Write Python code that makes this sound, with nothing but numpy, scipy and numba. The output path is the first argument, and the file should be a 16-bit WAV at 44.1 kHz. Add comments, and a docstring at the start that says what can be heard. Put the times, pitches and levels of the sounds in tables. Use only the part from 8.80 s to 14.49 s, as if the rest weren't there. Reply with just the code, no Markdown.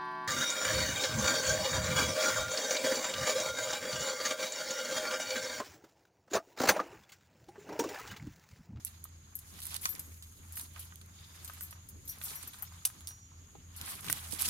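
"""A wire-mesh cage trap is tilted and dragged on dry stalks while a small animal shifts inside it.
From the start, far insects sing over a low engine hum, stalks scrape the mesh and the wires tick.
After a second the frame knocks hard; a little later one stalk rubs softly along the wires.
Past three seconds, loose rods ring among more knocks and soft thuds. After a lull, the last second
brings the loudest scraping and knocking. A phone's two microphones hear it all."""
import sys
import numpy as np
from scipy import signal
from scipy.io import wavfile
from scipy.ndimage import uniform_filter1d
from numba import njit

SR = 44100
rng = np.random.default_rng(int(sys.argv[2]) if len(sys.argv) > 2 else 0)


def master(y):
    """Save y as 16-bit WAV."""
    cut = np.clip(np.atleast_2d(y).T, -1, 1)
    pcm = np.round(cut * 32767)  # scale
    wavfile.write(sys.argv[1], SR, pcm.astype(np.int16))


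N = 250929
T = np.arange(N) / SR
SIDES = np.array([[1.], [-1.]])  # left, right; "pan" below is the left level minus the right, in dB


def gain(db):
    """Turns decibels into a number to multiply by."""
    return 10 ** (np.asarray(db) / 20)


def normalize(x):
    """Scales a sound to an average power of 1."""
    return x / np.sqrt(np.mean(x ** 2))


@njit
def resonate(x, hz, width):
    """A filter that lets the pitch hz through unchanged and weakens pitches further from it."""
    out = np.empty(len(x))
    band_state, low_state = 0., 0.
    tuning, damping = np.tan(np.pi * hz / SR), width / hz
    for i in range(len(x)):
        swing = (band_state + tuning * (x[i] + 1e-18 - low_state)) / (1 + tuning * (tuning + damping))
        band_state = 2 * swing - band_state
        low_state += 2 * tuning * swing
        out[i] = damping * swing
    return out


def band(x, hz, width, passes=2):
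    """Keeps a band of pitches in each channel; more passes give it steeper edges."""
    for _ in range(passes):
        x = np.array([resonate(channel, float(hz), float(width)) for channel in x])
    return x


def noise(alike):
    """Left and right noise: unrelated when alike is 0, nearly the same when it is 1."""
    common, opposite = rng.standard_normal((2, N))
    alike = np.clip(alike, -.99, .99)
    return (np.sqrt(1 + alike) * common + np.sqrt(1 - alike) * opposite * SIDES) / np.sqrt(2)


def wander(rate):
    """A smooth random curve, mostly within -1 to 1, that heads for a new value rate times a second."""
    hold = int(SR / rate)
    steps = np.repeat(rng.standard_normal(N // hold + 1), hold)
    return 1.426 * uniform_filter1d(uniform_filter1d(steps, hold), hold)[:N]


def fade(size, fade_s):
    """A curve, size samples long, that drops 60 dB in the fade time fade_s."""
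    return np.exp(-np.log(1000) * np.arange(size) / SR / max(fade_s, .002))


def place(out, start_s, sound, pan_db, lag=0):
    """Mixes a sound in at start_s; the left side is shifted by lag samples."""
    for side, start in enumerate((int(start_s * SR) + lag, int(start_s * SR))):
        piece = (sound * gain(pan_db * SIDES / 2))[side, :N - start]
        out[side, start:start + len(piece)] += piece


def grains(size, rate, scatter_db, grain_s):
    """Tiny random impacts of uneven strength, about rate a second, each with a short tail."""
    timing, strength = rng.random((size, 2)).T
    hits = (timing < rate / SR) * gain(-scatter_db * np.log(1 - .93 * strength))
    return signal.lfilter([1], [1, -np.exp(-1 / (grain_s * SR))], hits)


def outdoor_air():
    """A soft outdoor rush in half-octave bands; its bass is alike on both sides."""
    # Each row: pitch in Hz, relative level in dB.
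    spectrum = [(20, -16), (50, 0), (85, 4), (120, 0), (170, -7), (300, -15), (570, -30), (1100, -27),
                (2500, -26.5), (5000, -27.5), (9000, -42), (14500, -39), (16000, -40)]
    pitches, levels = np.transpose(spectrum)
    rush = 0
    for hz in 25 * 2 ** np.arange(0, 9.4, .5):
        db = np.interp(np.log(hz), np.log(pitches), levels) + 1.2 * wander(5.8)
        alike = 1.15 / (1 + (hz / 330) ** 4) - .15
        rush += gain(db) * band(noise(alike), hz, width=hz / 2.3)
    return gain(-60) * normalize(rush)


def insects():
    """A distant chorus blurs into narrow, slightly flickering bands."""
    # Each row: pitch in Hz, width in Hz, relative level in dB.
    voices = [(6406, 130, -3.5), (6667, 220, -0.5), (6920, 870, -2), (13000, 600, -28)]
    song = sum(gain(db + 1.2 * wander(49)) * normalize(band(noise(0.023), hz, width))
               for hz, width, db in voices)
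    return gain(-65 + 0.6 * wander(0.86)) * normalize(song)


def engine_hum():
    """A far engine fires in a wavering low tone, with a weak tone an octave above."""
    # Each row: time in seconds, level in dB.
    loudness = [(0.0, -61), (0.05, -56.5), (0.38, -54), (0.41, -62), (1.11, -53.5), (1.14, -74),
                (1.31, -49), (1.57, -62), (1.73, -48), (1.77, -57.5), (2.06, -53), (2.19, -58),
                (3.0, -54.5), (3.04, -68), (3.15, -50.5), (3.33, -62), (3.42, -53), (3.53, -67.5),
                (3.68, -55), (3.74, -82), (3.79, -61.5), (3.96, -52), (4.12, -65.5), (4.23, -51.5),
                (4.39, -61.5), (4.63, -52.5), (4.69, -64), (5.04, -49.5), (5.09, -66), (5.48, -50),
                (5.56, -59), (5.69, -49)]
    times, levels = np.transpose(loudness)
    firing_hz = 84.4 + 0.74 * wander(1.467) + 1.42 * wander(12)
    phase = 2 * np.pi * np.cumsum(firing_hz) / SR
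    tone = np.sin(phase) + gain(-19 + 4.1 * wander(4.63)) * np.sin(2 * phase)
    return np.sqrt(2) * gain(np.interp(T, times, levels) + 0.84 * wander(20)) * tone


def ground_rumble():
    """The frame rumbles as it drags over the ground."""
    # Each row: time in seconds, level in dB.
    loudness = [(0, -73.5), (.5, -77), (1.1, -61.5), (1.4, -70.5), (1.8, -65.5), (2.3, -72), (3.5, -67.5),
                (4.4, -74.5), (4.9, -65), (5.2, -58.5), (5.5, -60), (5.69, -51.5)]
    times, levels = np.transpose(loudness)
    db = np.interp(T, times, levels) + 3.85 * wander(22.984)
    bass = normalize(band(noise(0.62), hz=151, width=210))
    deep_bass = normalize(band(noise(0.77), hz=36, width=62))
    return gain(db) * (bass + 0.27 * deep_bass)


def soft_thuds():
    """The animal's feet, and the frame on the ground, make low tones that die at once."""
    # Each row: start in seconds, level in dB, pitch in Hz, pan in dB.
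    thuds = [(0.728, -50, 202, -2), (1.141, -55, 175, 0), (1.788, -44, 172, 0), (1.831, -53, 290, -4),
             (3.373, -52, 190, 2), (3.512, -48, 440, 8), (3.639, -49, 262, -2), (4.592, -54, 171.5, -2),
             (4.7528, -44, 332, -2), (5.279, -46, 173, 2), (5.531, -35, 220, -1), (5.659, -55, 191, -3)]
    out, t = np.zeros((2, N)), np.arange(4000) / SR
    for start, db, hz, pan_db in thuds:
        tone = np.sin(2 * np.pi * (hz * t + 0.51 * rng.random((2, 1))))
        shape = np.minimum(t / 0.0006, 1) * fade(len(t), fade_s=0.031)
        place(out, start, 0.91 * gain(db) * tone * shape, pan_db)
    return out


def stalk_pressure(rate, grit):
    """Stalks catch and let go: a flickering push with uneven grains on top."""
    crackle = 2.6 * grit * grains(N, rate, scatter_db=6, grain_s=0.00075)
    return (5.5 + crackle) * gain(2.4 * grit * wander(90))


def sliding_stalk():
    """One stalk rubs softly along the wires and makes them sing at two pitches."""
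    # In order: start, rise time, hold time and release time, all in seconds.
    timing = (2.27, .12, .2, .12)
    # Each row: pitch in Hz, width in Hz, relative level in dB.
    wire_tones = [(3630, 180, 2), (4800, 180, -1)]
    shape = np.interp(T, np.cumsum(timing), [0, 1, 1, 0])
    rub = stalk_pressure(rate=150, grit=0.21) * noise(.1)
    song = sum(gain(db) * band(rub, hz, width, passes=1) for hz, width, db in wire_tones)
    return gain(-65) * shape * normalize(song)


def drag_levels():
    """The dragging's hiss level, rasp level and pan at every sample."""
    # Each row: time in seconds, thin stalks' hiss in dB, thick stalks' rasp in dB, pan in dB.
    drag = [(0.0, -67.5, -64.5, -1), (0.41, -75, -71, -1), (0.602, -68, -70, -1.5),
            (0.731, -60, -62.5, -0.5), (0.86, -60, -61, -2.5), (0.96, -54.5, -53, -5),
            (0.985, -67.5, -61, 0), (1.008, -63, -62, -4), (1.04, -48.5, -53.5, 1),
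            (1.2, -62.5, -61.5, -2.5), (1.41, -66, -71.5, 0), (1.7, -65.5, -65.5, -0.5),
            (1.839, -60, -58.5, -1.5), (1.901, -67, -71, -2), (2.001, -60, -55, -2),
            (2.162, -68.5, -72, -0.5), (2.362, -69.5, -65.5, -1), (2.622, -62.5, -60.5, 0),
            (2.77, -62, -60.5, -0.5), (2.92, -73.5, -64.5, 0.5), (3.2, -69, -72.5, -3),
            (3.33, -69.5, -59, -0.5), (3.403, -63, -63.5, 0), (3.424, -51, -58.5, -1), (3.53, -56, -58, 1),
            (3.64, -59.5, -56, -0.5), (3.84, -65.5, -64.5, -1), (4.22, -67, -64, -0.5),
            (4.423, -78, -71.5, -1), (4.88, -72, -70.5, 1), (5.01, -64.5, -53.5, 0),
            (5.13, -63, -48.5, -0.5), (5.21, -60.5, -58.5, -1.5), (5.34, -50.5, -49.5, -1),
            (5.47, -54, -55.5, -1), (5.584, -57, -52, -2), (5.6, -44, -47, -3.5), (5.69, -44, -45.5, -1)]
    times, *columns = np.transpose(drag)
    return [np.interp(T, times, column) for column in columns]


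def scraping_stalks():
    """Dry stalks slip along the mesh: thin ones hiss, thick ones rasp lower down."""
    hiss_db, rasp_db, pan_db = drag_levels()
    grit = np.clip((hiss_db + 74) / 16, .15, 1)  # harder dragging crackles more
    thin, thick = stalk_pressure(rate=270, grit=grit), stalk_pressure(rate=130, grit=grit)
    both = np.sqrt(thin * thick)
    upper_hiss = gain(0.89 * wander(24.73)) * normalize(band(thin * noise(0.023), 10700, 12000))
    lower_hiss = gain(2.4 * wander(25.13)) * normalize(band(both * noise(0.027), 7500, 11000))
    hiss = gain(hiss_db) * (upper_hiss + lower_hiss) / np.sqrt(2)
    rasp_bands = [gain(4 * wander(70)) * normalize(band(thick * noise(0.018), hz, width=hz / 2))
                  for hz in (2160, 3110, 3580, 4330, 5470)]
    rasp = gain(rasp_db) * normalize(sum(rasp_bands))
    body_db = -65.5 + 0.93 * (rasp_db + 63.5) + 2.4 * wander(60)  # swells along with the rasp
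    body = gain(body_db) * normalize(band(np.sqrt(thick) * noise(-0.055), 1173, 1390))
    return (hiss + rasp + body) * gain(pan_db * SIDES / 2)


def ringing_rods():
    """A loose rod bends in two directions at almost the same pitch, so its ring pulses."""
    # Each named rod: pitch in Hz, pulses per second, pulse depth from 0 to 1.
    rods = {"door": (12765, 9, .3), "trigger": (5782, 8, .3), "handle": (12005, 12, .2)}
    # Each row: start in seconds, rod name, level in dB, fade time in seconds, pan in dB.
    blows = [(0.553, "door", -39, 0.056, 10), (.868, "handle", -52, .08, 3),
             (1.0895, "door", -44.5, 0.15, 25.5), (1.195, "door", -64, .9, 8),
             (1.091, "trigger", -53, 0.097, 2), (1.756, "handle", -42, .07, 0),
             (1.769, "door", -53, 0.093, 7), (2.676, "handle", -50, 0.082, 17),
             (2.734, "handle", -52, 0.082, -11), (2.822, "door", -48, 0.13, 16),
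             (2.907, "trigger", -63, 0.45, 1), (3.252, "door", -54, 0.09, 6), (3.29, "door", -40, 0.13, 0),
             (3.29, "trigger", -42, 0.15, 2), (3.439, "door", -47, 0.17, 6),
             (3.44, "trigger", -56, 0.94, -1), (3.556, "door", -46, 0.11, 10),
             (3.556, "trigger", -51, 0.29, 2), (3.674, "handle", -41, 0.075, 7),
             (3.752, "handle", -58, 0.067, 2), (4.272, "door", -68, 0.18, 2),
             (4.272, "trigger", -51.5, 0.77, 2)]  # the fade is short where a stalk touches the rod
    out, t = np.zeros((2, N)), np.arange(24000) / SR
    for start, rod, db, fade_s, pan_db in blows:
        hz, pulse_hz, depth = rods[rod]
        pulsing = 1 - depth * np.cos(2 * np.pi * (pulse_hz * t + 0.16))
        shape = np.minimum(t / 0.0014, 1) * fade(len(t), fade_s)
        tone = np.sin(2 * np.pi * (hz * t + rng.random((2, 1)) / 4))
        place(out, start, gain(db) * tone * pulsing * shape, pan_db)
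    return out


def frame_knocks():
    """A blow cracks, then rings the frame's own tones, most of all near the struck spot's pitch."""
    # Each row: start in seconds, level in dB, the spot's pitch in Hz, pan in dB, softness of the
    # blow in dB lost per octave above that pitch, ring length as a multiple of a free blow's.
    knocks = [(0.253, -51, 1220, -8, 9, .9), (0.788, -48.5, 1880, -12, 9, 0.96),
              (1.0552, -29, 1190, 0, 1, 1.07), (1.143, -44, 298, 1, 11, 0.7),
              (1.7715, -39.5, 1700, 0, 8, 0.92), (1.963, -45, 1270, -5, 5.3, 0.73),
              (2.122, -47.5, 1510, -3, 14, 1.5), (2.214, -54, 1410, -6, 9, .9),
              (2.69, -52, 1250, -5, 20, .6), (2.6974, -39, 1260, 2, 6, .8),
              (2.809, -45.5, 1500, -6, 8.6, .8), (2.927, -40.5, 1360, -6, 6.5, 0.64),
              (3.376, -49, 700, 2, 9, .9), (3.4142, -39.5, 1530, -6, 9, 0.52), (3.448, -51, 1200, 0, 9, .8),
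              (3.469, -50, 900, 5, 12, .8), (3.5175, -47, 885, 21, 11, 0.5), (3.562, -67, 1000, -3, 9, .9),
              (3.632, -51, 1210, -2, 9, .8), (3.743, -47, 1350, 0, 15, 1.05), (3.825, -49, 860, 0, 4, 1.5),
              (3.921, -50, 1090, 0, 7, 0.81), (4.02, -52, 1300, 1, 9, .8), (4.051, -43, 960, -10, 6, 0.86),
              (4.0518, -36.5, 2870, -4, -1, 1.4), (4.066, -50, 850, 9, 8.8, 1.3),
              (4.1, -52, 1211, 4, 2, .9), (4.214, -58, 1300, -2, 9, .9), (4.308, -53, 880, -6, 3, .9),
              (4.517, -51.5, 1090, -2, 22, 0.77), (4.7516, -39.5, 780, 1, 30, 0.95),
              (5.078, -38, 1040, -7, 18, .9), (5.19, -46, 1400, 0, 17, 1.2), (5.245, -47, 1260, 7, 5, .7),
              (5.276, -40.5, 1220, -2, 6.9, 0.7), (5.2988, -24.5, 1550, -2, 5.4, 0.44),
              (5.327, -32, 2410, -17, 3, 0.41), (5.372, -42, 1780, 2, 7, .9),
              (5.53, -31.5, 318, -7, 10, 0.66), (5.621, -36, 1147, -4, 11, .9),
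              (5.647, -51, 900, -3, 9, .9)]
    # Each row: pitch in Hz, relative level in dB, ring length as a multiple of the blow's.
    frame_tones = [(312, 0, 1.6), (469, 0, 1.4), (810, 1, 0.81), (1070, -3.5, 1.27), (1253, 1, 1.24),
                   (1522, 3, 0.77), (1903, -1.5, 1.13), (2470, 1.5, 0.57), (2940, 2.5, 0.61),
                   (3326, -3, .8), (3600, -4.5, 0.78), (4560, 3, .35), (5820, 3.5, 0.77), (6310, 8, 0.38)]
    size = 5000
    out, t = np.zeros((2, N)), np.arange(size) / SR
    rise = np.minimum(t / 0.00078, 1)
    for start, db, spot_hz, pan_db, softness, blow_length in knocks:
        offsets = rng.random((2, len(frame_tones)))  # put the two sides out of step
        detune = 1 + .015 * rng.standard_normal(len(frame_tones))
        burst = rng.standard_normal(size) * fade(size, fade_s=.008) * np.ones((2, 1))
        crack = band(burst, hz=np.sqrt(spot_hz * 1700), width=2200)
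        place(out, start, gain(db + 2 - 0.56 * softness) * crack, pan_db)
        for k, (hz, tone_db, tone_length) in enumerate(frame_tones):
            # Loose parts of the frame rattle against each other.
            rattle = 1 + .35 * normalize(uniform_filter1d(rng.standard_normal(size), size=60))
            octaves = np.log2(hz / spot_hz)
            falloff_db = -softness * max(octaves, 0) + 21 * min(octaves, 0)
            cycles = hz * detune[k] * t + 0.48 * offsets[:, [0]] + .2 * offsets[:, [k]]
            tone = 0.86 * gain(db + tone_db + falloff_db) * np.sin(2 * np.pi * cycles)
            length = blow_length * tone_length
            tail = fade(size, length * .016) + .3 * fade(size, length * .076)  # a little rings on
            place(out, start, tone * rattle * rise * tail, pan_db)
    return out


def faint_ticks(count):
    """Rows for wire_ticks: small random contacts, more frequent and louder under hard dragging."""
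    hiss_db = drag_levels()[0]
    activity = np.cumsum(gain(0.3 * hiss_db))
    chance = rng.random((count, 4))
    starts = np.searchsorted(activity / activity[-1], (np.arange(count) + chance[:, 0]) / count * .98)
    return [(i / SR, hiss_db[i] + 10 + 6 * strength, -16 * brightness, -14, .04, 12 * side - 7)
            for i, (strength, brightness, side) in zip(starts, chance[:, 1:])]


def wire_ticks():
    """Wires meet with a sharp snap, then chatter on as the mesh hisses away."""
    # Each row: start in seconds, treble level in dB, lower band in dB relative to the treble,
    # chatter in dB relative to the snap, chatter fade time in seconds, pan in dB.
    clear_ticks = [(0.0487, -22, -22.5, -14, 0.1, -6), (0.068, -44, 2, -0.5, 0.097, 0),
                   (0.2403, -29.5, -26, -10, 0.053, -2), (0.554, -30.5, -20, -11, 0.1, 2),
                   (0.5883, -43.5, -11, 2, 0.051, 1), (0.79, -43.5, -1, -9, 0.19, -7),
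                   (.803, -36, -5, -11, .04, 1), (0.8186, -37, -3, -6.5, 0.82, 0),
                   (.832, -45, -6, 0, .05, -3), (0.8542, -28, -20, -22, .15, -16),
                   (0.8673, -29, -16, -8, 0.043, -5), (0.9091, -45, 3, -1.5, 0.39, -1),
                   (0.9432, -25, -10, -13, 0.097, -5), (0.9626, -33, -3.5, 6, 0.025, -5.5),
                   (1.012, -43.5, -14, -1, 0.62, 4), (1.046, -43, -6, 4, 0.06, 6),
                   (1.0547, -20.5, 0, -7, 0.042, -1.5), (1.091, -38, -11, -2, 0.036, -2),
                   (1.1516, -42, -0.5, -20, 0.093, -18), (1.182, -44, -14, -26, .15, 0),
                   (1.1938, -30.5, -12.5, -1.5, 0.054, -0.5), (1.424, -41.5, 1, -3.5, 0.089, -3),
                   (1.7227, -38, -12, -6, 0.14, 1), (1.754, -45.5, -11, 2, 0.08, -1),
                   (1.7685, -35, -11.5, 2, 0.14, -1.5), (1.796, -35, -4, -2, 0.023, -3),
                   (1.808, -42, -9, 4.5, 0.093, 0), (1.9612, -55, 15, -10, 0.04, -10),
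                   (1.9929, -38, -22, -1, 0.13, -1), (2.046, -47, -18, 2, 0.04, -1),
                   (2.1572, -38.5, -4.5, -24, .031, -6.5), (2.213, -51, 4.5, 1, 0.038, -2),
                   (2.6463, -36, -7.5, 1, 0.05, -2), (2.676, -47, 1, -1.5, 0.14, 1),
                   (2.7345, -43, -19, -1, 0.042, 2), (2.8085, -31.5, -15.5, -10.5, 0.23, -2),
                   (2.8327, -38, -21, 3, 0.04, 1), (2.9083, -42, -12, -5.5, 0.13, 1),
                   (3.0883, -37, -23, -4.5, 0.062, 1), (3.276, -34.5, -13, -7, 0.15, -2),
                   (3.293, -36, -12, -2, 0.13, 2), (3.385, -45, -21, -3, .03, 2),
                   (3.415, -46.5, 11, -9, 0.056, -1), (3.4375, -28.5, -22, -5.5, 0.097, 3.5),
                   (3.449, -40, -14, -2, 0.16, -1), (3.484, -43.5, 2, -1, 0.28, -1),
                   (3.532, -49, -3, -3, .031, 2), (3.5549, -33, -25, -1, 0.041, 0),
                   (3.627, -42.5, -4, 2.5, 0.056, -7), (3.674, -43, -17, 3, 0.038, -3),
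                   (3.733, -50, 4.5, 4.5, 0.074, 1), (3.786, -42, -15, -6, 0.07, 1),
                   (3.8229, -28, -38.5, -6, 0.076, 1), (4.051, -18, -10, -3, 0.069, 1),
                   (4.0534, -18, -18, -14, .04, -9), (4.2072, -45, 3, -15, .031, -5),
                   (4.272, -28, -5.5, -9, 0.13, -2.5), (4.289, -34, -18, -21, .025, -5),
                   (4.963, -39, -13, -3, 0.16, 1), (5.013, -30, -1, -14, 0.18, -2),
                   (5.018, -45, -18, -13, .03, 0), (5.0506, -38, -15, -8, .03, -3),
                   (5.057, -42, -4, -1, 0.42, -4), (5.081, -39, -9, 0, 0.37, 0.5),
                   (5.101, -39, -6, -4, 0.082, 1), (5.1538, -40, -9, -15, .03, -12),
                   (5.2075, -39.5, -8, -8, .03, -9), (5.2441, -41, 1, -2.5, 0.18, 1),
                   (5.265, -38, -6, -8, 0.12, 12), (5.283, -44.5, 9, 3.5, 0.13, -5),
                   (5.299, -21, -12, -5.5, 0.093, 1), (5.318, -35, -14, 1, 0.043, 0),
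                   (5.327, -16.5, -14, -25, 0.053, -12.5), (5.486, -44, -8, -2, 0.051, -1),
                   (5.509, -39, -11, 0, 0.044, -11), (5.5155, -38, -14, -4, .03, -9),
                   (5.522, -30.5, -5, -4.5, 0.17, -11.5), (5.591, -35.5, 2, -4, 0.53, -1),
                   (5.6126, -24.5, -20, -2, 0.024, -10), (5.621, -20, -15, -9, 0.025, -10),
                   (5.629, -36, 2, -12, .03, -2), (5.655, -36, -4, 2, 0.09, 0),
                   (5.686, -29, -1.5, 4, .05, -2)]
    size = 6000
    out, t = np.zeros((2, N)), np.arange(size) / SR
    strike = 3.64 * np.clip((t - .0004) / .0001, 0, 1) * np.exp(-t / .0005)
    lower_fade = .65 + .35 * fade(size, fade_s=0.0034)  # the lower band loses some chatter early
    for start, db, lower_db, chatter_db, fade_s, pan_db in clear_ticks + faint_ticks(count=60):
        roughness = 0.71 * rng.standard_normal(size) + 0.3 * rng.standard_normal((2, size))
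        snap = strike * roughness
        snap *= np.sqrt(np.sum(strike ** 2) / np.sum(snap ** 2, axis=1, keepdims=True))  # same energy
        bounces = 0.64 + 0.23 * grains(size, rate=690, scatter_db=5, grain_s=0.0013)
        tail = fade(size, fade_s) + 0.14 * fade(size, 3 * fade_s)
        chatter = gain(chatter_db) * bounces * np.minimum(t / 0.0029, 1) * tail * roughness
        # A duller tick has more of the lower band, and both bands drop in pitch.
        treble_hz, lower_hz = 8390 - 130 * lower_db, 4250 - 113 * lower_db
        treble = band(snap + chatter, treble_hz, width=11900)
        lower = band(snap + chatter * lower_fade, lower_hz, width=1.1 * lower_hz)
        tick = 1.18 * gain(db) * treble + 2.09 * gain(db + lower_db) * lower
        # Each contact sets a few short lengths of wire ringing.
        ring = sum(band(tick, hz, width=100, passes=1) for hz in rng.uniform(3500, 25000, size=5))
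        place(out, start, tick + 0.13 * ring, pan_db, lag=int(rng.integers(-12, 24)))
    return out


def scene():
    """The moving trap close by, with the engine, insects and air behind it."""
    mesh = wire_ticks() + scraping_stalks() + sliding_stalk()
    trap = mesh + frame_knocks() + soft_thuds() + ringing_rods() + ground_rumble()
    return trap + engine_hum() + insects() + outdoor_air()


def record(dry):
    """Each microphone opening boosts its own band of treble; the highest pitches are cut steeply."""
    # Each row, left then right: pitch in Hz, width in Hz, boost in dB.
    openings = [(13700, 4100, 9.5), (10430, 4600, 6)]
    boosted = [channel + (gain(db) - 1) * resonate(channel, float(hz), float(width))
               for channel, (hz, width, db) in zip(dry, openings)]
    cutoff_hz = 15800
    return signal.sosfilt(signal.ellip(8, .2, 70, cutoff_hz, fs=SR, output="sos"), boosted)


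dry = scene()
out = record(dry)
master(out)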